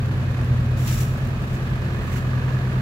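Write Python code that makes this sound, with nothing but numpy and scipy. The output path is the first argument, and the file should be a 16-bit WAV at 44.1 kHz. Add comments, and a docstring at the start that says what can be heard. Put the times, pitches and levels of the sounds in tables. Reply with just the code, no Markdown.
"""Two diesels idling in a yard

Beside parked street sweepers, one engine throbs through its exhaust as its speed hunts slowly up and down.
To the right a steadier eight-cylinder knocks and clatters, louder as the microphone moves past.
Fan noise and yard echo lie behind them, and a few light ticks sound nearby.
Air escapes in one long hiss and two faint puffs."""
import sys
import numpy as np
from scipy import signal
from scipy.fft import rfft, irfft, next_fast_len
from scipy.io import wavfile

SR = 44100
rng = np.random.default_rng(int(sys.argv[2]) if len(sys.argv) > 2 else 0)


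def generate_wav(signal):
    """Clip the signal to [-1, 1] and save it as 16-bit WAV at the path in sys.argv[1]."""
    frames = np.transpose(np.atleast_2d(signal))
    scaled = np.clip(frames, -1, 1) * 32767
    pcm = np.round(scaled).astype(np.int16)
    wavfile.write(sys.argv[1], SR, pcm)


N = 123921
TIME = np.arange(N) / SR
FFT_SIZE = next_fast_len(N)
BIN_HZ = np.fft.rfftfreq(FFT_SIZE, 1 / SR)


def amp(db):
    """Decibels to gain."""
    return 10 ** (np.asarray(db) / 20)


def unit(x):
    """Scales to rms 1."""
    return x / np.sqrt(np.mean(x ** 2) + 1e-20)


def curve(rows):
    """Joins (time, value) rows by straight lines."""
    return np.interp(TIME, *np.transpose(rows))


def bell(peak_s, spread_s):
    """A swell that peaks at 1 and is down to 1/e one spread either side."""
    return np.exp(-((TIME - peak_s) / spread_s) ** 2)


def over_bins(rows):
    """Reads (frequency, value) rows at every frequency bin."""
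    hz, value = np.transpose(rows)
    return np.interp(np.log(BIN_HZ + 1), np.log(hz), value)


def filtered(x, gain):
    """Applies one gain per frequency bin."""
    return irfft(rfft(x, FFT_SIZE) * gain, FFT_SIZE)[..., :N]


def colour(x, spectrum, pan=((1, 0), (2, 0))):
    """Gives a sound its spectrum and left-right balance, at rms 1."""
    side = over_bins(pan) / 2
    return unit(filtered(x, amp(over_bins(spectrum) + np.array([side, -side]))))


def drift(hz):
    """Random wandering of rms 1, up to the given rate."""
    t = np.linspace(0, N / SR, 600)
    rates, phases = hz * rng.random((24, 1)), rng.random((24, 1))
    return np.interp(TIME, t, unit(np.sin(2 * np.pi * (rates * t + phases)).sum(0)))


def add(mix, s, sound):
    """Mixes a sound in at a time."""
    part = mix[..., max(round(s * SR), 0):][..., :sound.shape[-1]]
    part += sound[..., :part.shape[-1]]


def tone(turns):
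    """A sine of rms 1 with a random start."""
    return np.sqrt(2) * np.sin(2 * np.pi * (turns + rng.random()))


def reflected(x, depth_db=0.83, band_hz=70):
    """Reflections off nearby panels raise and lower narrow bands above the bass."""
    ripple = np.interp(BIN_HZ / band_hz, np.arange(1024), rng.standard_normal(1024))
    return filtered(x, amp(depth_db * ripple * np.minimum(BIN_HZ / 2000, 1)))


# speed of the hunting engine (time [s], four-stroke cycle rate [Hz])
CYCLE_RATE = [(0.0, 9.775), (0.17, 9.762), (0.62, 9.483), (1.0, 9.705), (1.36, 9.933), (1.65, 9.751),
              (1.95, 9.525), (2.3, 9.762), (2.6, 9.907), (2.8, 9.768)]
# exhaust tones that swell and fade as the microphone moves
# (order [multiple of the cycle rate], peak level [dB], peak time [s], spread [s])
EXHAUST_TONES = [(4,-40,1.4,1),(6,-37,1.7,.3),(7,-46,.5,2),(8,-36,.4,.4),(10,-30,.1,.9),(11,-33.5,.4,1.2),(12,-35,2.7,1.2),(15,-37,1.9,.4),(16,-39,1.2,2),(17,-47,1.6,2),(18,-44,1.2,2),(19,-36,2.7,.35),(20,-40,2.3,2),(22,-42,1.3,1),(23,-43,1.1,.6),(24,-42,1.6,2),(25,-38,.6,.55),(26,-44,0,.3),(27,-42,2.15,.35),(28,-52,1.1,2),(32,-54,1.3,2),(33,-46,.9,.45),(35,-47,1.6,.3),(37,-45,1.9,.25),(38,-49,.1,.3)]
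# boom of the pipe (time [s], level of order 9 [dB], level of order 13 [dB], level of order 14 [dB])
PIPE_BOOM = [(0,-31.5,-25,-39),(.35,-31,-24.5,-35),(.55,-29,-20.5,-34),(1.0,-30,-23.5,-33.5),(1.22,-32,-25,-33),(1.45,-33.5,-28,-41),(1.75,-32.5,-25.5,-41),(2.1,-30,-29.5,-45),(2.3,-30.5,-22.5,-44),(2.8,-32,-23,-40)]
BOOM_ORDERS, IN_STEP_ORDERS = (9, 13, 14), (12, 13, 14)
# turbulent exhaust flow (frequency [Hz], relative level [dB])
RUMBLE_SPECTRUM = [(20,-44),(30,-25),(42,-2),(60,3),(100,-9),(150,2),(230,-11.5),(290,-10),(350,-11.5),(480,-17.5),(800,-29),(2000,-69)]

def hunting_engine(strong_firing_s=0.09, fade_db=-10.5, rumble_db=-32, puff_depth=0.44, width=0.35):
    """Centre: uneven firings give tones over puffs of gas; those near pipe resonance throb each cycle."""
    cycles = np.cumsum(curve(CYCLE_RATE)) / SR - strong_firing_s * CYCLE_RATE[0][1]
    times, *levels = np.transpose(PIPE_BOOM)
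    loud = [(order, np.interp(TIME, times, db)) for order, db in zip(BOOM_ORDERS, levels)]
    soft = [(order, db + fade_db * (1 - bell(s, spread))) for order, db, s, spread in EXHAUST_TONES]
    tones = np.zeros(N)
    for order, db in loud + soft:
        turns = order * cycles
        wave = np.sqrt(2) * np.cos(2 * np.pi * turns) if order in IN_STEP_ORDERS else tone(turns)
        tones += amp(db) * wave
    gas, side = rng.standard_normal((2, N))
    firing = np.cos(8 * np.pi * cycles)  # four firings a cycle
    puffs = (1 + puff_depth * firing) * (gas + width * np.array([side, -side]))
    return amp(1.07 * drift(hz=16)) * tones + amp(rumble_db) * colour(puffs, RUMBLE_SPECTRUM)


FIRING_HZ = 46.848
FIRINGS = int(N / SR * FIRING_HZ) + 1
# hum of the eight-cylinder (harmonic [multiple of the firing rate], level [dB])
FIRING_HUM = [(1,-36.5),(2,-47),(3,-47),(4,-52),(5,-53),(9,-52)]
# clatter of the block (frequency [Hz], relative level [dB])
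CLATTER_SPECTRUM = [(25,-64),(150,-19),(350,4.5),(600,1.5),(780,-1.5),(1200,0.5),(1450,-4),(1700,0),(2100,-6.5),(2550,-7),(3200,-14.5),(4300,-15),(5200,-24),(7300,-24),(8600,-40),(15500,-47)]
# the clatter as the microphone moves past (time [s], level [dB])
BLOCK_LEVEL = [(0,-42),(.7,-42),(1.5,-41.5),(2.0,-38.5),(2.8,-38.5)]
# where the clatter sits (frequency [Hz], left minus right [dB])
CLATTER_BALANCE = [(400,-1),(700,3),(1200,-10),(2400,-11.5),(4400,-6.5),(8000,7)]

def steady_engine(cylinders=8, ring_s=0.015, rattle_s=0.027, rise_s=0.00068, scatter_db=1.2):
    """A low hum; mostly to the right, each cylinder knocks the block with its own ring and fresh rattle."""
    ring_share, diffuse_share, right_lag_s = 0.23, 0.24, 0.00019
    hum = sum(amp(db + drift(hz=1.52)) * tone(k * FIRING_HZ * TIME) for k, db in FIRING_HUM)
    t = np.arange(2048) / SR
    rings = rng.standard_normal((cylinders, 3, len(t))) * np.exp(-t / ring_s)
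    knocks = np.zeros((3, N))  # direct, diffuse left, diffuse right
    for k in range(FIRINGS):
        rattle = rng.standard_normal((3, len(t))) * np.exp(-t / rattle_s)
        attack = amp(scatter_db * rng.standard_normal()) * (1 - np.exp(-t / rise_s))
        knock = np.sqrt(ring_share) * rings[k % cylinders] + np.sqrt(1 - ring_share) * rattle
        add(knocks, 0.003 + k / FIRING_HZ, attack * knock)
    direct = np.array([knocks[0], np.interp(TIME - right_lag_s, TIME, knocks[0])])
    at_mic = np.sqrt(1 - diffuse_share) * direct + np.sqrt(diffuse_share) * knocks[1:]
    return hum + amp(curve(BLOCK_LEVEL)) * colour(reflected(at_mic), CLATTER_SPECTRUM, CLATTER_BALANCE)


# how each cylinder rings the block, in firing order (low mode gain [dB], high mode gain [dB])
CYLINDER_GAINS = [(-4,5.5),(3.5,0),(-1,2.5),(2,.5),(-9,-.5),(1,-.5),(1.5,-.5),(-1,1.5)]
# firings that knock harder (time [s], extra low mode gain [dB])
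HARD_FIRINGS = [(2.077,4),(2.247,3),(2.288,4),(2.336,4),(2.509,7),(2.568,6),(2.781,5)]

def block_pings(modes_hz=(1182, 1650), rise_s=0.0012, decay_s=0.0077, gain_db=-2, left_db=-11):
    """On the right, each firing rings two modes of the block, in a pattern that repeats every cycle."""
    t, out = np.arange(1500) / SR, np.zeros((2, N))
    envelope = (1 - np.exp(-t / rise_s)) * np.exp(-t / decay_s)
    envelope /= envelope.max()
    extra_db = {int(s * FIRING_HZ): db for s, db in HARD_FIRINGS}
    for k in range(FIRINGS):
        low_db, high_db = CYLINDER_GAINS[k % len(CYLINDER_GAINS)]
        for hz, db in zip(modes_hz, (low_db + extra_db.get(k, 0), high_db)):
            detune, scatter_db = rng.standard_normal(2)
            ring = np.array([tone(hz * (1 + 0.037 * detune) * t) for _ in range(2)])
            add(out, 0.0055 + k / FIRING_HZ, amp(db + scatter_db) * envelope * ring)
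    return amp(gain_db + curve(BLOCK_LEVEL)) * amp([[left_db], [0]]) * out


# fans and the echo of the yard (frequency [Hz], relative level [dB])
YARD_SPECTRUM = [(25,-46),(100,7),(330,-7.5),(550,3),(780,-2.5),(1200,-3),(1700,-2),(2100,-7),(2600,-8),(3300,-12),(4300,-15),(5200,-19.5),(7300,-22),(8700,-28.5),(12000,-25.5),(15500,-31)]
# how alike the two sides of the microphone hear them (frequency [Hz], correlation [-1 to 1])
YARD_CORRELATION = [(200,0.69),(550,0.97),(1000,0.35),(1700,-0.23),(4000,-0.14),(15000,-0.022)]
# whines and ringing panels (frequency [Hz], width [Hz], peak level [dB], peak time [s], spread [s])
YARD_WHINES = [(1297,14,-48.5,1.08,0.48),(2503,45,-55.5,1.5,2)]

def fans_and_yard(level_db=-38.5):
    """Fan noise and yard echo all round the microphone, wide in the treble, with two thin whines."""
    left, independent = rng.standard_normal((2, N))
    alike = over_bins(YARD_CORRELATION)
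    right = filtered(left, alike) + filtered(independent, np.sqrt(1 - alike ** 2))
    out = amp(level_db + drift(hz=39.94)) * colour(reflected(np.array([left, right])), YARD_SPECTRUM)
    for hz, width, db, s, spread in YARD_WHINES:
        whine = np.array([drift(width / 2) * tone(hz * TIME) for _ in range(2)])
        out += amp(db) * bell(s, spread) * whine
    return out


# the clearer ticks (time [s], relative level [dB])
NEAR_TICKS = [(.059,-48),(.214,-53),(.415,-47),(.446,-47),(1.175,-50),(1.251,-51),(1.273,-44),(1.289,-52),(1.424,-49)]
# their brightness (frequency [Hz], gain [dB])
TICK_FILTER = [(2000,-20),(5000,14),(7500,15),(12000,10),(15500,9)]

def ticks(decay_s=0.0012, small_per_s=18, gain_db=-2.5):
    """A few light, dry ticks near the microphone, among a sprinkle of smaller ones."""
    t, out = np.arange(600) / SR, np.zeros((2, N))
    times = np.flatnonzero(rng.random(N) < small_per_s / SR) / SR
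    small = [(s, rng.normal(-62, 3)) for s in times]
    for s, db in list(NEAR_TICKS) + small:
        add(out, s, amp(db + gain_db) * np.exp(-t / decay_s) * rng.standard_normal((2, len(t))))
    return filtered(out, amp(over_bins(TICK_FILTER)))


# the long hiss (time [s], level [dB])
HISS_LEVEL = [(.767,-80),(.772,-45),(.85,-41),(.878,-33.5),(.935,-34),(.97,-37),(1.015,-33),(1.05,-43),(1.12,-48.5),(1.3,-61),(1.42,-58.5),(1.7,-60)]
# its colour (frequency [Hz], relative level [dB])
HISS_SPECTRUM = [(400,-15),(1200,0),(2500,5),(3600,2.5),(4900,0.5),(6000,0.5),(7400,4),(8700,-3.5),(10500,-1),(12200,0.5),(13800,-2),(15700,0.5)]
# resonances of the jet (frequency [Hz], width [Hz], level against the hiss [dB])
JET_WHISTLES = [(5700,260,-12.5),(7200,420,-11.5)]
# where the hiss and puffs sit (frequency [Hz], left minus right [dB])
AIR_BALANCE = [(2000,-7.5),(4500,1),(8000,2.5),(13000,5)]
# roar of the first surge (frequency [Hz], relative level [dB])
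SURGE_SPECTRUM = [(800,-22),(2600,2),(4200,-3),(6000,-8),(9000,-22)]
# faint puffs, the last two rows merging into one (time [s], level [dB], half length [s])
AIR_PUFFS = [(1.545,-48,0.024),(2.1,-52,0.087),(2.162,-41.5,0.028)]
# their colour (frequency [Hz], relative level [dB])
PUFF_SPECTRUM = [(400,-8),(1200,14),(2400,12),(3600,3),(5000,1),(7400,5),(8700,-5),(12200,-1),(15700,-4)]

def escaping_air(surge_s=0.895, surge_db=-40, surge_half_s=0.02, flutter_db=1.6):
    """Over the engines a fluttering, whistling jet opens abruptly, surges and dies; duller puffs follow."""
    noise = reflected(rng.standard_normal((2, N)))
    whistles = np.zeros((2, N))
    for hz, width, db in JET_WHISTLES:
        resonance = 1 / (1 + ((BIN_HZ - hz) / (width / 2)) ** 2)
        whistles += amp(db) * unit(filtered(rng.standard_normal((2, N)), resonance))
    hiss = amp(curve(HISS_LEVEL)) * (colour(noise, HISS_SPECTRUM, AIR_BALANCE) + whistles)
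    puff_flow = sum(amp(db) * bell(s, np.sqrt(2) * half) for s, db, half in AIR_PUFFS)
    puffs = puff_flow * colour(noise, PUFF_SPECTRUM, AIR_BALANCE)
    surge_flow = amp(surge_db) * bell(surge_s, np.sqrt(2) * surge_half_s)
    surge = surge_flow * colour(rng.standard_normal((2, N)), SURGE_SPECTRUM)
    return amp(flutter_db * drift(hz=151)) * (hiss + puffs + surge)


def scene():
    """The yard as it reaches the microphone."""
    return hunting_engine() + steady_engine() + block_pings() + fans_and_yard() + escaping_air() + ticks()


def record(dry, edge_hz=15780):
    """The recorder's band limit."""
    lowpass = signal.firwin(2001, edge_hz, window=("kaiser", 9), fs=SR)
    return signal.oaconvolve(dry, lowpass[None], "same")


dry = scene()
out = record(dry)
generate_wav(out)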